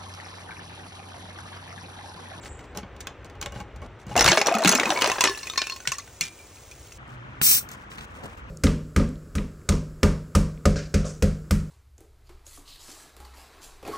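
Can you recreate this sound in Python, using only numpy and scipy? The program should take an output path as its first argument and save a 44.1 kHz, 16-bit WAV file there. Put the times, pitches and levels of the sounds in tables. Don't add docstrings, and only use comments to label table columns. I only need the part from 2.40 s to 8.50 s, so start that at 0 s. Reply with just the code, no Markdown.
import sys
import numpy as np
from scipy import signal
from scipy.fft import rfft, irfft
from scipy.io import wavfile
from scipy.ndimage import uniform_filter1d

SR = 44100
rng = np.random.default_rng(int(sys.argv[2]) if len(sys.argv) > 2 else 0)


def dump(signal):
    limited = np.clip(np.atleast_2d(signal).T, -1, 1)
    pcm = np.round(limited * 32767).astype(np.int16)
    wavfile.write(sys.argv[1], SR, pcm)


N = 269010
T = np.arange(N) / SR

# start in seconds, dull crunch in dB, bright crunch in dB,
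# low ring in Hz, its level in dB, high ring in Hz, its level in dB.
SHARD_BLOWS = [(1.764, -19, -17, 730, -8, 2120, -17), (1.777, -18, -12.5, 810, -10.5, 2840, -10),
               (1.793, -12, -15, 693, -15, 1840, -16), (1.808, -9, -11.5, 818, -11.5, 2050, -16),
               (1.844, -17, -9.5, 1710, -26, 3590, -16), (1.861, -6, -11.5, 1537, -15, 2240, -16.5),
               (1.878, -2, -14, 1700, -11, 4400, -7), (1.887, -13, -10, 1000, -10.5, 2250, -6.5),
               (1.918, -2.5, -21, 1610, -13, 3060, -16.5), (1.929, -10, -33, 650, -12, 2520, -28),
               (1.973, -7.5, -18, 638, -11, 2020, -24), (1.979, -24, -21, 597, -22, 2244, -14.5),
               (2.014, -11, -21.5, 807, -11.5, 2010, -22.5), (2.047, -29, -40, 1260, -29.5, 2460, -37),
               (2.061, -24, -26, 710, -21, 5700, -14.5), (2.069, -12, -10.5, 630, -13.5, 3660, -20),
               (2.092, -27, -36, 840, -19, 6100, -28), (2.112, -18, -45, 657, -19.5, 2640, -28.5),
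               (2.124, -24, -27.5, 720, -9, 2590, -20), (2.14, -20, -24, 1270, -12, 2210, -25),
               (2.151, -22, -21, 743, -10.5, 2510, -16), (2.185, -36, -20, 670, -20, 2830, -28),
               (2.204, -28.5, -42, 668, -12, 2470, -35), (2.221, -26, -28, 684, -19, 2660, -27.5),
               (2.237, -24, -22, 920, -20, 4050, -16), (2.248, -7.5, -15, 820, -13, 2540, -11),
               (2.257, -6.5, -23, 638, -24, 2170, -16.5), (2.275, -6.5, -4, 1390, -9, 4100, -12),
               (2.292, -8, -5.5, 1410, -30.5, 6130, -7.5), (2.316, -22, -16, 1800, -19, 3030, -26),
               (2.324, -9.5, -11, 630, -18.5, 7070, -16.5), (2.351, -12.5, -9, 840, -20, 2230, -19.5),
               (2.398, -11.5, -24, 1500, -18, 2250, -16), (2.433, -13.5, -31, 565, -17, 1930, -16),
               (2.456, -18, -30, 510, -25, 2505, -12.5), (2.492, -30, -30, 1020, -17, 3740, -27),
               (2.504, -7, -22, 752, -10, 5860, -13.5), (2.52, -23, -43, 590, -16, 2620, -32),
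               (2.562, -33, -47, 990, -24, 2240, -21), (2.574, -16.5, -53, 1023, -18, 2330, -21),
               (2.589, -25, -36, 1010, -20, 2230, -22), (2.612, -20, -22, 1010, -31, 2980, -17),
               (2.62, -9.5, -15, 1240, -16, 2000, -18), (2.643, -12, -21, 987, -12, 2850, -18),
               (2.659, -12, -29, 612, -16, 2150, -22), (2.674, -16, -18.5, 710, -12, 2440, -28),
               (2.699, -14, -20, 754, -12.5, 1970, -17), (2.717, -12, -19, 1042, -13.5, 2680, -17),
               (2.756, -40, -42, 1040, -27.5, 2530, -39), (2.783, -20, -43, 1648, -21.5, 2550, -29),
               (2.808, -16, -9, 1058, -14, 2646, -8), (2.839, -7, -8.5, 1080, -27, 2020, -11.5),
               (2.854, -9.5, -35, 1750, -22, 2930, -22), (2.873, -13, -37, 1767, -18, 2640, -16),
               (2.896, -20, -26.5, 1060, -27.5, 2700, -28.5), (2.975, -38, -32, 1690, -49, 4030, -35),
               (3.032, -32, -44, 1160, -40, 2670, -34), (3.071, -34, -27.5, 1920, -37, 2494, -21.5),
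               (3.099, -28, -28, 1280, -31, 3680, -19), (3.135, -30.5, -44, 1095, -28, 2460, -36),
               (3.158, -28, -36, 1820, -28, 1900, -40), (3.178, -12.5, -19.5, 1086, -19.5, 4320, -47),
               (3.217, -12.5, -28, 1750, -19.5, 2470, -35), (3.239, -39, -34, 1780, -35, 2620, -28),
               (3.27, -28, -28, 1010, -50, 2650, -20), (3.298, -47, -26.5, 1050, -53, 2700, -20.5),
               (3.321, -27, -35, 1052, -34, 4260, -26), (3.362, -31, -30.5, 1060, -36, 2520, -41),
               (3.403, -31, -47, 1490, -37, 6260, -34), (3.454, -29, -42, 1450, -52, 1890, -30),
               (3.474, -17, -20.5, 1460, -40, 1930, -26), (3.519, -21.5, -16, 1098, -17.5, 6550, -28),
               (3.555, -44, -43, 1100, -45, 5800, -34), (3.584, -34, -24.5, 1150, -37, 6350, -29),
               (3.676, -42, -62, 1540, -44, 3560, -50), (3.81, -56, -12, 1790, -52, 2310, -23),
               (4.16, -49, -41, 517, -59, 4150, -51), (4.313, -50, -35, 694, -53, 2440, -55),
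               (4.521, -39, -38.5, 1320, -47, 2630, -38)]
# start in seconds, level in dB, pitch in Hz.
HEAVY_THUDS = [(1.765, -19.5, 244), (1.792, -18, 467), (1.845, -20, 140), (1.876, -19.5, 118),
               (1.89, -16, 178), (1.916, -16.5, 349), (1.973, -15.5, 414), (2.149, -15.5, 221),
               (2.248, -20.5, 350), (2.257, -9.5, 186), (2.292, -18, 229), (2.35, -17.5, 251),
               (2.397, -20, 271), (2.457, -25, 218), (2.489, -19, 315), (2.674, -25, 409),
               (2.841, -21, 385), (2.894, -21, 395), (3.476, -29.5, 132), (3.81, -33, 163)]
# frequency in Hz, relative level in dB, T60 in seconds.
BIG_SHARD_MODES = [(1076, -2, 0.27), (1730, -3.5, 0.19), (2550, -22, 0.78), (2830, -19, 0.15),
                   (3670, -8, 0.27), (4310, 7.5, 0.06), (5100, 0, 0.12), (5577, 8.5, 0.042),
                   (6560, 0, 0.053), (7000, -3, 0.069), (8300, -10, 0.19)]
# start in seconds, level in dB.
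BIG_SHARD_LANDINGS = [(2.575, -51), (2.81, -42), (2.84, -49), (2.874, -29), (3.03, -40), (3.098, -59),
                      (3.176, -22.5), (3.239, -59), (3.267, -42), (3.298, -37), (3.322, -40), (3.519, -57)]
# start in seconds, pitch in Hz, level in dB, T60 in seconds.
FREE_RINGS = [(1.762, 705, -9, .079), (2.0, 2700, -23, .04), (2.112, 680, -17.5, .39),
              (2.248, 300, -9.5, .066), (2.32, 7100, -16, .05), (2.561, 2240, -20.5, .13),
              (2.574, 1000, -23.5, .18), (2.808, 990, -19, .24), (2.808, 3400, -17.5, .06),
              (2.808, 5600, -19, .05), (2.808, 7050, -21, .05), (2.874, 3720, -29, .15),
              (2.885, 1100, -15.5, .062), (2.9, 400, -28, .078), (2.9, 1730, -31.5, .4),
              (3.07, 2500, -32, .058), (3.098, 5800, -27, .045), (3.13, 6100, -33, .05),
              (3.19, 2400, -24.5, .2), (3.238, 2400, -30, .09), (3.454, 1480, -34, .24),
              (3.4755, 1500, -31, .16), (3.4755, 6350, -39, .13), (3.4755, 8300, -28.5, .12),
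              (3.518, 1135, -36, .11), (3.584, 1140, -31, .09), (3.81, 2200, -15, .035),
              (3.81, 5730, -22, .04), (3.81, 2335, -36, .3), (3.81, 2385, -27.5, .27),
              (3.81, 3365, -32, .12), (3.99, 2360, -42, .21), (4.313, 2360, -44, .08),
              (4.313, 3400, -44, .07), (4.313, 5800, -42, .04)]
# time in seconds, level in dB.
GUSH_LEVEL = [(1.755, -22), (1.765, -22.5), (1.9, -20.5), (2.06, -24.5), (2.2, -27.5), (2.26, -23.5),
              (2.48, -28), (2.73, -30), (2.9, -32), (2.95, -48.5), (3.1, -55)]
SPRAY_LEVEL = [(1.755, -55), (1.8, -28), (1.9, -20), (2.1, -57), (2.24, -63), (2.4, -42), (2.72, -36),
               (2.95, -38.5), (3.1, -45)]
FOAM_LEVEL = [(1.75, -65), (1.8, -57), (1.88, -38), (1.94, -33), (2.12, -56.5), (2.5, -34), (2.88, -40),
              (3.57, -47.5), (4.58, -47.5)]
# start in seconds, dull crunch in dB,
# bright crunch in dB, ring in dB, thump in dB.
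JAR_KNOCKS = [(0.036, -36, -45, -43.5, -46), (0.058, -30, -49, -40, -58), (0.191, -40, -50, -44, -43),
              (0.349, -41, -47, -35, -46), (0.373, -33, -24.5, -34, -36), (0.387, -31, -47, -35, -45),
              (0.431, -35, -64, -40, -38), (0.564, -39, -48, -53, -51), (0.606, -31.5, -28, -53, -42),
              (0.671, -19.5, -25.5, -35, -44), (0.846, -44, -41, -45, -48), (0.898, -41, -46, -47, -54),
              (0.953, -50, -55, -41, -55), (1.014, -31, -21.5, -28.5, -51), (1.026, -20.5, -27, -50, -45),
              (1.06, -27, -30, -27, -39.5), (1.122, -47, -35.5, -35, -45), (1.159, -34.5, -61, -33, -31),
              (1.202, -34, -34, -34, -36), (1.361, -51, -44, -52, -41), (1.418, -53, -45, -35.5, -46),
              (1.667, -53, -40, -43, -34), (1.712, -46, -45, -31, -31)]
CAP_KNOCKS = [(5.014, -11.5, -33, -28, -27), (5.289, -51, -37, -42, -54), (5.316, -48, -32, -51, -54),
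              (5.335, -46, -44, -52, -52), (5.516, -32.5, -65, -48, -45), (5.583, -27, -52, -33, -38),
              (5.609, -31, -62, -37, -41), (5.841, -42, -47, -43, -30), (5.975, -48, -51, -47, -55)]
# frequency in Hz, relative level in dB, T60 in seconds.
JAR_MODES = [(567, -4, 0.066), (824, -1.5, 0.076), (1100, -2, 0.072), (1280, -10.5, 0.064),
             (1548, -0.5, 0.053), (2230, -7, .05), (2890, -2, 0.053), (3210, -10, 0.026),
             (4090, -16, 0.026)]
JAR_THUMP_MODES = [(129, 3, 0.11), (188, 7, 0.065)]
CAP_MODES = [(890, -4, .026), (1063, 7, 0.027), (1290, 6, 0.046), (2060, -9, .02), (4300, -15.5, 0.019),
             (6100, -5, .017)]
BOTTLE_THUMP_MODES = [(152, 4, 0.096), (213, 1, 0.15)]
# start in seconds, length in seconds, bright scrape in dB, dull body in dB.
GRIT_STROKES = [(.02, 0.077, -45.5, -52), (.18, 0.041, -58, -46), (.22, 0.045, -58, -49),
                (.345, 0.07, -47.5, -40.5), (.428, 0.029, -77, -45), (.6, 0.022, -42, -56),
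                (.675, 0.055, -85, -48), (.85, 0.02, -49, -45), (.893, 0.027, -64, -45.5),
                (1.015, 0.072, -53, -41.5), (1.12, 0.12, -50.5, -42), (1.36, 0.018, -56, -59),
                (1.41, 0.069, -56, -42.5), (1.58, 0.066, -57.5, -69), (1.665, 0.099, -47, -44),
                (3.06, 0.026, -47, -47), (3.808, 0.091, -37, -78)]
CAP_STROKES = [(4.66, 0.11, -54.5, -47.5), (5.28, 0.084, -45, -66), (5.495, 0.079, -44, -58),
               (5.565, 0.097, -42, -50), (5.75, 0.038, -53.5, -61), (5.825, 0.045, -44, -38.5),
               (5.965, 0.0442, -57, -55), (6.07, 0.057, -60, -49), (5.35, 0.11, -56, -68),
               (5.65, 0.37, -53, -50)]
# frequency in Hz, density in dB per Hz.
CRACK_SPECTRUM = [(300, -14), (700, -28), (1500, -13), (2500, -2), (3200, -5.5), (4500, -0.5), (6000, 2.5),
                  (7000, 3.5), (8500, -2.5), (10500, -0.5), (13000, -4), (15500, -19)]
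GRIT_SPECTRUM = [(300, -2), (700, -31), (1500, -1.5), (2500, 1.5), (3200, 1), (4500, 0), (6000, -0.5),
                 (7000, -1), (8500, -5), (10500, -5), (13000, -6), (15500, -17)]
FOAM_SPECTRUM = [(150, -30), (400, -0.5), (700, -7.5), (1300, -21), (2200, -1.5), (4500, -2), (6500, 2.5),
                 (9000, -0.5), (12000, -4.5), (15500, -2)]
CAP_RUB_SPECTRUM = [(300, -9), (1500, 10.5), (3200, 2), (4500, -3), (6000, -4.5), (8500, -4), (10500, -4.5),
                    (13000, -18.5), (15500, -10.5)]
GAS_SPECTRUM = [(300, -20), (700, -26.5), (1500, -14), (2500, -7.5), (3200, -9.5), (4500, -8.5),
                (6000, -3.5), (7000, -10), (8500, -0.5), (10500, -2.5), (13000, -3), (15500, -2.5)]
STEPS_AIR_SPECTRUM = [(30, -2.5), (60, 5), (120, -2), (200, -8.5), (400, -8), (700, -14), (1300, -17),
                      (2200, -21), (3200, -27), (4500, -37.5), (6500, -41), (9000, -49.5), (12000, -66),
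                      (15000, -49.5)]
BOTTLES_AIR_SPECTRUM = [(30, -4), (60, 6.5), (120, -3), (200, -4.5), (400, -14.5), (700, -14), (1300, -8.5),
                        (2200, -16), (3200, -22.5), (4500, -37), (6500, -38), (9000, -48), (12000, -57.5),
                        (15000, -65.5)]
# time in seconds, level in dB.
RUMBLE_LEVEL = [(0, -43.5), (.78, -44.5), (1.19, -39), (1.32, -45.5), (1.41, -36.5), (1.63, -49),
                (1.8, -30), (1.9, -28), (1.96, -60.5), (2.29, -55.5), (2.6, -50.5), (4.1, -53.5),
                (4.3, -49), (5.45, -48.5), (5.9, -43), (6.1, -42)]
# time in seconds, level in dB.
WASH_LEVEL = [(0, -44.5), (1.3, -45.5), (1.7, -46.5), (3.3, -50.5), (4, -51), (4.57, -51), (4.59, -42),
              (4.9, -40.5), (6.1, -41.5)]
HUM_LEVEL = [(4.58, -43), (4.8, -44), (5.3, -46.5), (5.5, -68), (6.1, -61)]
# frequency in Hz, likeness from 0 to 1, lead of the right port in radians, left over right in dB.
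STEPS_PORTS = [(40, .96, 0, .3), (150, 1, 0, .3), (400, .97, -.2, 2), (800, .98, 0, 2), (1900, 1, 0, 0),
               (2600, .75, -.1, -.7), (3200, .6, -.1, 0), (4000, .7, -.1, 2), (5000, .29, -.3, .8),
               (6000, .89, .7, 0), (7500, .86, 1.6, .5), (9000, .78, 1.7, -.5), (10200, .82, 2.6, 1),
               (10800, .995, 3.12, 0), (13200, .995, 3.16, 0), (14000, .84, 3.7, .3), (15500, .7, 4.4, 0)]
BOTTLES_PORTS = [(100, .94, -.1, -1), (400, .6, -1, 0), (900, .3, -1.6, 4), (1600, .2, -2.5, 1),
                 (2500, .2, -2.8, -2), (2950, .99, -3.14, 0), (3350, .99, -3.14, 0), (4200, .4, -6, 2),
                 (5200, .4, -7, 7), (6000, .66, -6.7, 8.5), (7500, .45, -6.3, 4), (9000, .62, -4.2, 0),
                 (10200, .72, -4, 1), (10600, .999, -3.14, 0), (11700, .999, -3.14, 0), (12500, .83, -2, 0),
                 (13800, .97, -.1, 0), (15500, .87, .9, 0)]
AIR_PORTS = [(100, .92, 0, -1), (400, .7, -.6, -1), (800, .25, -1.4, 3), (1500, .3, -3, 3),
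             (2500, .15, -3, 0), (5000, .2, -6, 7), (8000, .15, -6, 4), (10000, .55, -4.5, -2),
             (11000, .95, -3.14, 0), (14000, .97, 0, 0)]

LOW_RING_T60, HIGH_RING_T60, THUD_T60 = 0.048, 0.033, 0.13
CRACK_SPREAD_DB, BODY_SPREAD_DB = 3.3, 3.5
SHARD_SPOT_DB, HAND_SPOT_DB, THUMP_SPOT_DB = 2.2, 3.0, 2.7
SLAP_DB, SLAP_T60 = -17.5, 0.043
SPRAY_DB, SPRAY_T60 = -8.5, 0.12
STEPS_T60, STEPS_DB = 0.15, -11.5
GAS_S, GAS_PEAK_S, GAS_STOP_S = 5.0135, 5.09, 5.178
GAS_DB, GAS_START_DB, GAS_SWELL_S = -9, -14, 0.019
GAS_SAG_DB, GAS_FALL_DB_PER_S = -6.5, 481.5
THIN_DB, THIN_RISE_S, THIN_HOLD_S, THIN_FALL_DB_PER_S = -51, 0.022, 0.13, 118
UNSHARED_RUMBLE_DB = -21.5
CUT_S = 4.578
DIP_S = 5.96
EDGE_HZ = 15850


def gain_of(db):
    return 10 ** (np.asarray(db) / 20)


def evened(x):
    return x / np.sqrt(np.mean(x ** 2) + 1e-20)


def read(points, hz, axis=1):
    table = np.asarray(points, float)
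    return np.interp(np.log(hz + 1), np.log(table[:, 0] + 1), table[:, axis])


def level(rows, axis=1):
    table = np.asarray(rows, float)
    return gain_of(np.interp(T, table[:, 0], table[:, axis], -200, -200))


def coloured(x, spectrum):
    gains = gain_of(read(spectrum, np.fft.rfftfreq(len(x), 1 / SR)))
    return evened(irfft(rfft(x) * gains, len(x)))


def band(x, low_hz, high_hz):
    return evened(signal.sosfilt(signal.butter(2, [low_hz, high_hz], "band", fs=SR, output="sos"), x))


def lowpassed(x, hz):
    return signal.sosfiltfilt(signal.butter(2, hz, fs=SR, output="sos"), x)


def grains(per_s, spread_db):
    size = gain_of(spread_db * np.minimum(rng.exponential(1, N), 4))
    return size * (rng.random(N) < per_s / SR)


def gritty(per_s, spread_db, grain_s):
    power = signal.lfilter([1], [1, -np.exp(-1 / (grain_s * SR))], grains(per_s, spread_db) ** 2)
    return evened(np.sqrt(power + 0.12) * rng.standard_normal(N))


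def ring(hz, db, t60, t):
    return gain_of(db - 60 * t / t60) * np.sin(2 * np.pi * hz * t)


def add(mix, s, sound):
    part = mix[round(s * SR):][:len(sound)]
    part += sound[:len(part)]


def blows(rows, spectrum, crack_t60):
    out, dull, bright, t = np.zeros(N), np.zeros(N), np.zeros(N), T[:SR // 4]
    decay = np.exp(-t / 0.002) + 0.34 * gain_of(-60 * t / crack_t60)
    crunch = (1 - np.exp(-t / 0.00099)) * decay
    tick_t = t[:400]
    dull_tick = ring(1560, 0.31, 0.005, tick_t)
    bright_tick = ring(6500, 2.0, 0.005, tick_t) + ring(14000, 0, 0.005, tick_t)
    for s, db, bright_db, *_ in rows:
        add(dull, s, gain_of(db) * crunch)
        add(bright, s, gain_of(bright_db) * crunch)
        add(out, s, gain_of(db) * dull_tick + gain_of(bright_db) * bright_tick)
    cracks = coloured(gritty(1200, CRACK_SPREAD_DB, 0.0017), spectrum)
    low_part = lowpassed(cracks, 4000)
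    return out + dull * evened(low_part) + bright * evened(cracks - low_part)


def struck(rows, modes, spot_db, rise_s, axis=1):
    out, t = np.zeros(N), T[:SR // 3]
    shapes = np.array([ring(hz, db, t60, t) for hz, db, t60 in modes])
    shapes = shapes * (1 - np.exp(-t / rise_s))
    spots = gain_of(spot_db * rng.standard_normal((len(rows), len(modes))))
    for row, spot in zip(rows, spots):
        add(out, row[0], gain_of(row[axis]) * (spot @ shapes))
    return out


def shards():
    out, t = np.zeros(N), T[:SR // 8]
    rise = 1 - np.exp(-t / 0.0023)
    twins = rng.uniform(-0.98, 1, (len(SHARD_BLOWS), 2))
    for (s, _, _, low_hz, low_db, high_hz, high_db), (a, b) in zip(SHARD_BLOWS, twins):
        low = ring(low_hz, low_db, LOW_RING_T60, t)
        low += ring(low_hz * (1 + 0.1 * a), low_db - 8.5, LOW_RING_T60, t)
        high = ring(high_hz, high_db, HIGH_RING_T60, t)
        high += ring(high_hz * (1 + 0.084 * b), high_db - 23, HIGH_RING_T60, t)
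        add(out, s, rise * low + high)
    for s, db, hz in HEAVY_THUDS:
        add(out, s, rise * ring(hz, db, THUD_T60, t))
    big_shard = struck(BIG_SHARD_LANDINGS, BIG_SHARD_MODES, SHARD_SPOT_DB, 0.0001)
    return out + blows(SHARD_BLOWS, CRACK_SPECTRUM, 0.029) + big_shard


def clear_rings():
    out, t = np.zeros(N), T[:SR // 2]
    for s, hz, db, t60 in FREE_RINGS:
        beat = 1 + 0.29 * np.cos(2 * np.pi * 0.03 * hz * t)
        add(out, s, ring(hz, db, t60, t) * beat * (1 - np.exp(-t / 0.0016)))
    return out


def splinters():
    out, t = np.zeros(N), T[:1500]
    for hz in np.geomspace(1200, 12000, 30) * rng.uniform(0.89, 1.05, 30):
        chime = ring(hz, read(CRACK_SPECTRUM, hz), 90 / hz, t)
        out += signal.oaconvolve(grains(30, 4.0), chime)[:N]
    return evened(evened(out) + 0.34 * coloured(gritty(500, 1.6, 0.0013), CRACK_SPECTRUM))


def after_blows(t60, axis):
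    power = np.zeros(N)
    for row in SHARD_BLOWS:
        power[round(row[0] * SR)] += gain_of(2 * row[axis])
    return np.sqrt(signal.lfilter([1], [1, -gain_of(-120 / (t60 * SR))], power))


def burst():
    wet = level(GUSH_LEVEL) + gain_of(SLAP_DB) * after_blows(SLAP_T60, axis=1)
    spray = level(SPRAY_LEVEL) + gain_of(SPRAY_DB) * after_blows(SPRAY_T60, axis=2)
    liquid = band(gritty(220, 3.73, 0.0039), 292, 1420)
    foam = coloured(gritty(2500, 0.67, 0.00079), FOAM_SPECTRUM)
    return wet * liquid + spray * splinters() + level(FOAM_LEVEL) * foam


def echoes(t60):
    taps, t = np.zeros(SR // 3), T[:SR // 3]
    at = np.arange(120, SR // 3 - 20, 20)
    taps[at + rng.integers(0, 20, len(at))] = rng.choice([-1., 1.], len(at))
    taps = band(taps * gain_of(-60 * t / t60), 413, 8960)
    return taps / np.linalg.norm(taps)


def handled(rows, modes, thump, crack_t60):
    crunch = blows(rows, GRIT_SPECTRUM, crack_t60)
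    ringing = struck(rows, modes, HAND_SPOT_DB, 0.0044, axis=3)
    return crunch + ringing + struck(rows, thump, THUMP_SPOT_DB, 0.0012, axis=4)


def scuffs(rows, spectrum, spread_db):
    bright, body = np.zeros(N), np.zeros(N)
    for s, length, db, body_db in rows:
        stroke = signal.windows.tukey(round(length * SR), 0.5)
        add(bright, s, gain_of(db) * stroke)
        add(body, s, gain_of(body_db) * stroke)
    r = np.exp(-1 / (0.043 * SR))
    bright = bright + 0.14 * signal.lfilter([1 - r], [1, -r], bright)
    scrape = coloured(gritty(400, spread_db, 0.0016), spectrum)
    return bright * scrape + body * band(gritty(170, BODY_SPREAD_DB, 0.022), 135, 860)


def gas():
    t = np.maximum(T - GAS_S, 0)
    swell = GAS_START_DB * np.exp(-t / GAS_SWELL_S)
    sag = GAS_SAG_DB * np.clip((T - GAS_PEAK_S) / (GAS_STOP_S - GAS_PEAK_S), 0, 1) ** 2
    fall = GAS_FALL_DB_PER_S * np.maximum(T - GAS_STOP_S, 0)
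    opening = np.minimum(t / 0.0018, 1)
    jet = coloured(gritty(2500, 1.2, 0.005), GAS_SPECTRUM)
    return opening * gain_of(GAS_DB + swell + sag - fall) * jet


def thin_hiss():
    fade_db = THIN_FALL_DB_PER_S * np.maximum(T - THIN_HOLD_S, 0)
    shape = np.minimum(T / THIN_RISE_S, 1) * gain_of(THIN_DB - fade_db)
    return shape * band(band(gritty(300, 1.0, 0.011), 7100, 8000), 6800, 8400)


def background(spectrum):
    noise = coloured(rng.standard_normal(N), spectrum)
    rumble = band(noise, 41, 141)
    wash = evened(noise - lowpassed(noise, 160))
    hum = band(rng.standard_normal(N), 114.6, 132.4)
    dip = 1 - 0.81 * np.exp(-((T - DIP_S) / 0.0065) ** 2)
    return dip * (level(RUMBLE_LEVEL) * rumble + level(WASH_LEVEL) * wash + level(HUM_LEVEL) * hum)


def unshared_rumble():
    noise = band(rng.standard_normal(N), 30, 105)
    low = gain_of(UNSHARED_RUMBLE_DB) * level(RUMBLE_LEVEL) * noise
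    return np.array([low, -low])


def ports(x, table, size):
    hz, _, z = signal.stft(x, SR, nperseg=256, noverlap=192)
    same, turn, tilt = (read(table, hz, axis=k)[:, None] for k in (1, 2, 3))
    drift = rng.standard_normal((2,) + z.shape)
    drift = uniform_filter1d(drift, size=size, axis=2)
    drift = evened(uniform_filter1d(drift, size=3, axis=1))
    side = np.array([-0.5, 0.5])[:, None, None]
    paths = np.exp(1j * (side * turn + np.sqrt(-np.log(same)) * drift))
    heard = z * paths * gain_of(-side * tilt)
    return signal.istft(heard, SR, nperseg=256, noverlap=192)[1][:, :N]


def scene():
    glass = shards() + handled(JAR_KNOCKS, JAR_MODES, JAR_THUMP_MODES, 0.033)
    reflected = signal.oaconvolve(glass, echoes(STEPS_T60))[:N]
    crash = glass + gain_of(STEPS_DB) * reflected + clear_rings() + burst()
    crash = signal.sosfilt(signal.butter(3, 110, "high", fs=SR, output="sos"), crash)
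    steps = crash + scuffs(GRIT_STROKES, GRIT_SPECTRUM, 1.6)
    steps = steps + background(STEPS_AIR_SPECTRUM) + thin_hiss()
    bottles = handled(CAP_KNOCKS, CAP_MODES, BOTTLE_THUMP_MODES, 0.09)
    bottles = bottles + scuffs(CAP_STROKES, CAP_RUB_SPECTRUM, 0.89) + gas()
    later = ports(bottles, BOTTLES_PORTS, size=2)
    later = later + ports(background(BOTTLES_AIR_SPECTRUM), AIR_PORTS, size=2)
    after = np.clip((T - CUT_S) / 0.0044, 0, 1)
    return (1 - after) * ports(steps, STEPS_PORTS, size=5) + after * later + unshared_rumble()


def record(dry):
    soft = 0.9 * np.tanh(dry / 1.205)
    lowpass = signal.firwin(511, EDGE_HZ, window=("kaiser", 9), fs=SR)
    return signal.oaconvolve(soft, lowpass[None], "same")


dry = scene()
out = record(dry)
dump(out)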